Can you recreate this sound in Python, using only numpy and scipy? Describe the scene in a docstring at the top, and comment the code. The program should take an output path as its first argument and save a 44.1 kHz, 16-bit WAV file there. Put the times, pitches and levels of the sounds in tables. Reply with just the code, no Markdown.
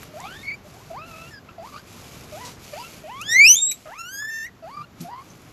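"""A small room, a phone microphone close to a fleece bed where a guinea pig calls nine times.
Low room noise and grainy fur rustle, both shaped noise, come first, then ticks of banded noise and short peeps.
Each call is a harmonic stack that starts as a low whimper and glides up; the first breaks into a squeak, the second
whines on, the sixth swells into a piercing whistle, the seventh into a long squeal.
The voice sometimes repeats every second or third cycle; soft bumps, damped low tones, come near the end."""
import sys
import numpy as np
from scipy import signal
from scipy.fft import rfft, irfft
from scipy.io import wavfile
from scipy.ndimage import uniform_filter1d

SR = 44100
rng = np.random.default_rng(int(sys.argv[2]) if len(sys.argv) > 2 else 0)


def transcribe(signal):
    """Save signal, clipped to [-1, 1], as a 16-bit WAV file at the path in sys.argv[1]."""
    frames = np.atleast_2d(signal).T
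    limited = np.clip(frames, -1, 1)
    pcm = np.round(limited * 32767).astype(np.int16)
    wavfile.write(sys.argv[1], SR, pcm)


N = 243431
TIME = np.arange(N) / SR


def undb(db):
    """Decibels to gain."""
    return 10 ** (np.asarray(db) / 20)


def unit(x):
    """Scale to rms 1."""
    return x / np.sqrt(np.mean(x ** 2) + 1e-20)


def colour(hz, points):
    """Gain at given frequencies, read from (hz, level_db) points on a log frequency axis."""
    point_hz, level_db = np.transpose(points)
    return undb(np.interp(np.log(hz + 1), np.log(point_hz), level_db))


def noise(points):
    """Steady noise with a given spectrum."""
    size = 2 ** 18
    spectrum = rfft(rng.standard_normal(size)) * colour(np.fft.rfftfreq(size, 1 / SR), points)
    return unit(irfft(spectrum)[:N])


def walk(t, rate):
    """Random wander of spread 1 through a new value rate times a second."""
    place = (t - t[0]) * rate
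    return unit(np.interp(place, np.arange(16384), rng.standard_normal(16384)))


def gate(t, start, end, edge):
    """Smooth opening between two times, half open at each of them."""
    opening = np.minimum(t - start, end - t) / edge + .5
    return np.sin(np.pi / 2 * np.clip(opening, 0, 1)) ** 2


# spectrum of the low room noise: hz, level_db
ROOM_SPECTRUM = [(12, -59), (20, -14.5), (119, 0), (386, -8.5), (494, -12), (787, -13.5), (879, -15.5),
                 (1290, -14.5), (1840, -20.5), (4550, -27.5), (7250, -31), (9030, -46.5), (11900, -31),
                 (14000, -42.5)]
# how loud the room noise stands, before its gain: time_s, level_db
ROOM_NOISE_LEVEL = [(0.0, -46), (1.8, -48.5), (2.12, -46), (2.91, -47.5), (3.44, -47), (3.61, -54.5),
                    (4.61, -52.5), (4.98, -49.5), (5.52, -48.5)]


def room_noise(gain_db=1, waver_db=1):
    """A low, slightly wavering background of shaped noise."""
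    s, db = np.transpose(ROOM_NOISE_LEVEL)
    level_db = np.interp(TIME, s, db) + gain_db + waver_db * walk(TIME, 19)
    return noise(ROOM_SPECTRUM) * undb(level_db)


# each shift of the body rubs fur on the bedding, level before the gain: start_s, end_s, level_db
RUBS = [(-.03, .08, -52.5), (0.14, .48, -55), (0.646, .96, -58), (1.058, 1.32, -55.5), (1.628, 1.82, -56.5),
        (1.871, 2.28, -52), (2.306, 2.53, -49.5), (2.608, 3.0, -50), (3.022, 3.97, -58), (4.64, 4.85, -65),
        (4.99, 5.09, -55.5), (5.174, 5.6, -61.5)]
# spectrum of fur on fleece: hz, level_db
RUB_SPECTRUM = [(240, -28), (400, -2.5), (907, -6.5), (977, -12.5), (1070, -7), (1670, -16), (2280, -1),
                (3260, -7), (7060, -6), (8830, -16), (12200, -8.5), (13400, -23), (14000, -50.5)]
RUB_EDGE_S, RUB_TREND_DB = 0.11, -0.5  # fade in and out; change of level from start to end
STILL_DB = -79  # fur at rest, before the gain


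def bedding(gain_db=4.0, grain_db=2.0):
    """Hairs slip over fleece: a fine, grainy hiss that rises with each shift of the animal."""
    rubs = np.zeros(N)
    for start, end, db in RUBS:
        progress = np.clip((TIME - start) / (end - start), 0, 1)
        rubs += gate(TIME, start, end, RUB_EDGE_S) * undb(db + RUB_TREND_DB * (progress - .5))
    grain = undb(gain_db + grain_db * walk(TIME, 660))
    return noise(RUB_SPECTRUM) * np.hypot(rubs, undb(STILL_DB)) * grain


# ticks and scuffs of mouth and claws, level before gain and decay:
# start_s, level_db, centre_hz, width_hz, decay_s
TICK_BURSTS = [(0.03, -32.5, 1960, 1820, 0.0025), (0.032, -43.5, 12400, 4000, 0.0053),
               (0.203, -29.5, 6760, 2000, 0.0013), (2.45, -42, 5140, 6060, 0.053),
               (3.213, -36.5, 6300, 2000, 0.0075), (3.213, -41.5, 11200, 3000, 0.0073),
               (3.713, -32.5, 2390, 460, 0.008), (3.715, -28.5, 6070, 890, 0.0058),
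               (3.708, -28.5, 12140, 496, 0.012), (3.857, -50.5, 1480, 1800, 0.099),
               (4.216, -45.5, 1260, 398, 0.02), (5.006, -44.5, 5500, 6000, 0.022),
               (5.013, -46, 11860, 2530, 0.019), (5.299, -50, 6220, 702, .015)]


def ticks(gain=1.4):
    """Short, damped bursts of noise, each in its own resonant band."""
    out = np.zeros(N)
    t = TIME[:SR // 4]
    f = np.fft.rfftfreq(len(t), 1 / SR)
    for s, db, hz, width, decay in TICK_BURSTS:
        band = 1 / (1 + (2 * (f - hz) / width) ** 2)
        burst = unit(irfft(rfft(rng.standard_normal(len(t))) * band, len(t)))
        # a narrow resonance takes longer to build up
        burst = burst * undb(db) * np.exp(-t / decay) * (1 - np.exp(-t * width))
        i = int(s * SR)
        out[i:i + len(t)] += gain * burst[:N - i]
    return out


# echoes from surfaces near the bed: delay_s, level_db
NEAR_SURFACES = [(.0021, -26), (.0051, -30), (.0094, -30), (.0147, -32)]


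def room(x, t60_s=0.39, tail_db=-27):
    """Near surfaces beat against the glides; soft furnishings leave only a short tail."""
    t = TIME[:SR // 2]
    tail = rng.standard_normal(len(t)) * np.exp(-np.log(1000) * t / t60_s) * (t > .004)
    response = undb(tail_db) * tail / np.linalg.norm(tail)
    for delay, db in NEAR_SURFACES:
        response[int(delay * SR)] += undb(db)
    return x + signal.fftconvolve(x, response)[:N]


ARCH_DB = 3.5  # a peep is this much weaker at its ends than in its middle


def peep(start, end, from_hz, to_hz, *levels_db):
    """A straight glide that swells and fades, as rows of (s, pitch, three harmonic levels)."""
    u = np.linspace(0, 1, 21)
    arch = ARCH_DB * (2 * u - 1) ** 2
    glide = [start + (end - start) * u, from_hz + (to_hz - from_hz) * u]
    return np.column_stack(glide + [db - arch for db in levels_db])


HOLD_S = .02  # length of the low note
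SCOOP_HZ, SCOOP_S = 48, .01  # the voice starts this much sharp and settles
ATTACK_DB, ATTACK_S = 4, 0.0043  # the low note starts this much weaker and swells briefly
FADE_S = 0.018  # length of the fade that ends a soft call
LOW_DULL_DB = 3  # the low note has weaker upper harmonics than the top of the glide


def whimper(start, end, glide, low_hz, top_hz, end_hz,
            low_db, low_second_db, first_db, second_db, upper_db, fade_db=0):
    """A low note, an S-shaped glide and a slow drift, as rows of (s, pitch, three harmonic levels)."""
    t = np.arange(start, end, .001)
    top = start + HOLD_S + glide
    rise = np.sin(np.pi / 2 * np.clip((t - start - HOLD_S) / glide, 0, 1)) ** 2
    drift = np.maximum(t - top, 0) / max(end - top, glide / 2)
    scoop = SCOOP_HZ * np.exp((start - t) / SCOOP_S)
    hz = low_hz + scoop + (top_hz - low_hz) * rise + (end_hz - top_hz) * drift
    attack = ATTACK_DB * np.exp((start - t) / ATTACK_S)
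    fade = attack + fade_db * np.clip(1 - (end - t) / FADE_S, 0, 1)
    first = low_db + (first_db - low_db) * rise
    second = low_second_db + (second_db - low_second_db) * rise
    upper = upper_db - LOW_DULL_DB * (1 - rise)
    return np.column_stack([t, hz, first - fade, second - fade, upper - fade])


# hoarse stretches: start_s, end_s, roughness (0-1)
HOARSE_STRETCHES = [(0.189, .37, 0.17), (0.511, 0.517, 0.2), (0.724, 0.834, 0.6), (1.473, 1.52, 0.6),
                    (1.654, 1.79, 0.33), (1.959, 1.99, 0.7), (2.457, 2.506, 0.37), (3.308, 3.357, 0.15),
                    (3.457, 3.483, 0.08), (3.532, 3.596, 0.31), (3.697, 3.77, 0.29), (3.855, 3.973, 0.22),
                    (4.463, 4.514, 0.33), (5.09, 5.23, 0.23)]
# period doubling or tripling, which puts lines between the harmonics:
# start_s, end_s, level_db, centre_hz, width_octaves, cycles_per_repeat
PERIOD_REPEATS = [(0.212, 0.265, -38, 790, 0.24, 3), (.3, 0.38, -53.5, 850, 0.46, 2),
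                  (0.222, .285, -49.5, 3540, .15, 3), (0.952, 1.258, -50, 620, 0.25, 2),
                  (1.71, 1.777, -55, 600, .6, 2), (2.438, 2.49, -48.5, 500, .6, 2),
                  (4.302, 4.459, -51.5, 2760, 0.65, 2), (4.305, 4.441, -46.5, 6400, 0.099, 2)]


def call(rows, mouth, jitter, quaver, shimmer_db, slope_db, air_db, fray, rasp=0.11):
    """One glide of the vocal folds: a harmonic stack coloured by the throat, at times hoarse or period-doubled.

    quaver, jitter and rasp are shares of the pitch; fray is the third harmonic's phase scatter in radians.
    """
    s, *columns = np.transpose(rows)
    live = (TIME > s.min() - .01) & (TIME < s.max() + .01)
    t = TIME[live]
    hz, first_db, second_db, upper_db = (np.interp(t, s, c) for c in columns)
    rough = sum(r * gate(t, a, b, 0.013) for a, b, r in HOARSE_STRETCHES)

    # the folds never hold a pitch exactly, least of all when hoarse
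    tremor = quaver * walk(t, 129.3)
    unsteady = (jitter + rasp * rough) * walk(t, 1100)
    hz = uniform_filter1d(hz, size=300) * (1 + tremor + unsteady)
    phase = 2 * np.pi * np.cumsum(hz) / SR

    k = np.arange(3, 12)[:, None]  # upper harmonic numbers
    weight = colour(k * hz, mouth) * undb(slope_db * (k - 3)) * (k * hz < SR / 2)
    # uneven closure of the folds frays the high harmonics most
    blur = fray * k / 3 * np.array([walk(t, 700) for _ in k])
    upper = (weight * np.sin(k * phase + blur)).sum(0) / np.sqrt((weight ** 2).sum(0))
    voice = undb(first_db) * np.sin(phase)
    voice = voice + undb(second_db) * np.sin(2 * phase)
    voice = voice + undb(upper_db) * upper

    # the folds repeat only every second or third cycle, so fractions of the pitch appear
    for start, end, db, centre_hz, octaves, cycles in PERIOD_REPEATS:
        if t[0] < (start + end) / 2 < t[-1]:
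            cycles = round(cycles)
            between = np.array([[m / cycles] for m in range(16) if m % cycles])
            shape = np.exp(-(np.log2(between * hz / centre_hz) / octaves) ** 2)
            lines = (shape * np.sin(between * phase)).sum(0)
            voice = voice + undb(db) * gate(t, start, end, 0.03) * lines

    # air escapes once a cycle, more when the voice is pressed
    hiss = signal.lfilter([1], [1, -.5], rng.standard_normal(len(t)))
    air = hiss * (1 + np.cos(phase)) / 2
    voice = voice + undb(air_db) * (undb(second_db) + undb(upper_db)) * air

    flutter = undb(shimmer_db * walk(t, 140)) * (1 + rough * walk(t, 450))
    out = np.zeros(N)
    # the root of two makes a sine's level its rms
    out[live] = np.sqrt(2) * voice * flutter * gate(t, s[0], s[-1], .008)
    return out


# short peeps between the calls, or where the voice breaks upward after a whimper:
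# start_s, end_s, start_hz, end_hz, fundamental_db, second_harmonic_db, upper_harmonics_db
SHORT_PEEPS = [(0.088, 0.118, 604, 620, -51.5, -72, -73), (.38, 0.433, 1770, 1890, -53, -51, -73),
               (0.645, 0.676, 575, 616, -48, -68, -73), (0.731, 0.832, 609, 1085, -53, -68, -77),
               (1.308, 1.394, 1800, 1606, -46, -69, -52), (1.476, 1.516, 1070, 1510, -51, -56, -75),
               (1.723, 1.788, 1139, 1213, -43, -57, -56), (1.767, 1.803, 1410, 1620, -47, -56, -53),
               (1.948, 1.987, 983, 1115, -49, -61, -74), (2.824, 2.88, 1302, 1403, -47, -45.5, -63),
               (4.763, 4.829, 1184, 1194, -34, -53.5, -57), (4.813, 4.852, 1298, 1406, -48, -54, -60)]
# the whimper that opens each call; second_db is the second harmonic, upper_db the harmonics above it:
# start_s, end_s, glide_s, low_hz, top_hz, end_hz, low_fundamental_db, low_second_db,
# top_fundamental_db, top_second_db, upper_db
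NINE_WHIMPERS = [(.138, .385, .072, 593, 1080, 1840, -37.5, -57, -42.5, -47, -57.5),
                 (.902, 1.01, 0.084, 650, 1247, 1297, -35, -59, -39.5, -51, -57),
                 (1.581, 1.705, 0.1, 646, 1220, 1210, -36.5, -58, -43.5, -61, -54.5),
                 (2.32, 2.505, .085, 599.7, 997, 950, -39, -55, -44, -52, -58),
                 (2.726, 2.835, .06, 583, 953, 1040, -38.5, -54, -39, -61, -46),
                 (3.037, 3.2, .07, 605.4, 996, 1170, -38, -67, -38, -48.5, -49.5),
                 (3.856, 3.975, .105, 605.4, 1225, 1260, -39.5, -45.5, -42.5, -45, -55.5),
                 (4.626, 4.768, 0.092, 636, 1149, 1180, -38.5, -54.5, -42.5, -56.5, -57),
                 (5.044, 5.228, 0.065, 679, 975, 1130, -38, -61, -40, -56.5, -60)]
# how the first, second, sixth and seventh calls go on:
# time_s, pitch_hz, fundamental_db, second_harmonic_db, upper_harmonics_db
SQUEAK_PATH = [(.432, 2200, -40.5, -57, -68), (.46, 2194, -37, -51, -69), (.485, 2250, -31.5, -49, -68),
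               (.503, 2280, -29, -49, -64), (.51, 2070, -30, -52, -57), (.524, 2275, -28.5, -45, -65),
               (.556, 2350, -47, -58, -57)]
WHINE_PATH = [(1.02, 1304, -43, -43, -61), (1.066, 1390, -51.5, -54, -62), (1.139, 1289, -46, -49, -65),
              (1.224, 1310, -47, -46, -59), (1.3, 1410, -57, -51, -71)]
WHISTLE_PATH = [(3.22, 1303, -37, -33, -49.5), (3.246, 1590, -55, -42.5, -52.5),
                (3.296, 1790, -29.5, -27, -31), (3.329, 1886, -21, -30, -22),
                (3.365, 2048, -14, -33.5, -27.5), (3.408, 2228, -6, -28, -28),
                (3.439, 2353, -7.5, -22.5, -27), (3.461, 2550, -7, -16, -28), (3.502, 2968, -22, -7.5, -26),
                (3.523, 2994, -24, -9.5, -27), (3.539, 3087, -31.5, -12.5, -25.5),
                (3.576, 3600, -25.5, -25, -43.5), (3.606, 3660, -25, -31.5, -50.5),
                (3.627, 3756, -35.5, -16.5, -55), (3.723, 3897, -34, -29.5, -50),
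                (3.764, 3800, -59, -50, -96)]
SQUEAL_PATH = [(3.989, 1342, -39.5, -41.5, -42.5), (4.058, 1394, -42, -42, -48),
               (4.131, 1602, -39.5, -51, -38.5), (4.18, 1650, -37, -51, -35.5),
               (4.22, 1723, -32, -50, -42.5), (4.281, 1779, -31, -52.5, -44.5),
               (4.425, 1799, -32, -54, -46), (4.447, 1842, -35.5, -54, -48), (4.468, 2033, -38, -67, -50.5),
               (4.496, 1940, -51, -68, -73)]
# colour of the upper harmonics with the mouth nearly shut: hz, level_db
SHUT_COLOUR = [(1800, -1), (2600, 7), (3500, -4), (4100, -4), (4750, 18), (5500, -26), (7000, -18),
               (9000, -27), (13000, -22)]
# the same with the mouth open: hz, level_db
OPEN_COLOUR = [(1800, 11.5), (3000, 18.5), (4000, -7), (5200, 2.5), (6700, 7), (7600, -1.5), (8300, -12),
               (9400, -4), (10400, -17), (12000, -4.5), (12900, 6), (13800, -20.5)]


def guinea_pig():
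    """Seven soft calls and short peeps with the mouth nearly shut; the sixth and seventh whimpers open into loud calls."""
    first, second, third, fourth, fifth, sixth, seventh, eighth, ninth = NINE_WHIMPERS
    soft = [peep(*row) for row in SHORT_PEEPS]
    # a soft call dies away at its end
    soft += [whimper(*row, fade_db=7) for row in (first, third, fourth, fifth, eighth, ninth)]
    soft += [SQUEAK_PATH, np.vstack([whimper(*second), WHINE_PATH])]
    shut = sum(call(rows, SHUT_COLOUR, jitter=0.018, quaver=0.0095, shimmer_db=2.22,
                    slope_db=-3, air_db=-30, fray=0.26) for rows in soft)
    whistle = call(np.vstack([whimper(*sixth), WHISTLE_PATH]), OPEN_COLOUR, jitter=0.0045, quaver=0.0023,
                   shimmer_db=1.22, slope_db=-4.0, air_db=-37, fray=.3, rasp=0.028)
    squeal = call(np.vstack([whimper(*seventh), SQUEAL_PATH]), OPEN_COLOUR, jitter=0.0024, quaver=.0075,
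                  shimmer_db=1.8, slope_db=-0.96, air_db=-41, fray=0.12)
    return shut + whistle + squeal


# the body bumps the padded bed: start_s, level_db, pitch_hz, time_to_peak_s
BED_BUMPS = [(4.775, -44, 162.3, 0.02), (4.999, -31.5, 169, 0.016), (5.003, -37, 244, 0.014),
             (5.008, -40, 337, 0.011)]


def bumps():
    """The padding spreads each blow, so a low mode swells and dies within a few cycles."""
    out = np.zeros(N)
    for s, db, hz, peak in BED_BUMPS:
        t = np.maximum(TIME - s, 0)
        swell = t / peak * np.exp(1 - t / peak)
        out += undb(db) * swell * np.sin(2 * np.pi * hz * t)
    return out


def scene():
    """The animal in its bed, heard close by in the small room."""
    background = room_noise() + bedding()
    return (background + room(ticks() + guinea_pig()) + bumps())[None]


CEILING, TOP_HZ = .88, 13700  # clipping level as a share of full scale; upper edge of the passband


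def record(dry):
    """The phone clips peaks just under full scale, then cuts the top with a steep low-pass."""
    low_pass = signal.ellip(8, .2, 70, TOP_HZ, fs=SR, output="sos")
    return signal.sosfilt(low_pass, np.clip(dry, -CEILING, CEILING))


dry = scene()
out = record(dry)
transcribe(out)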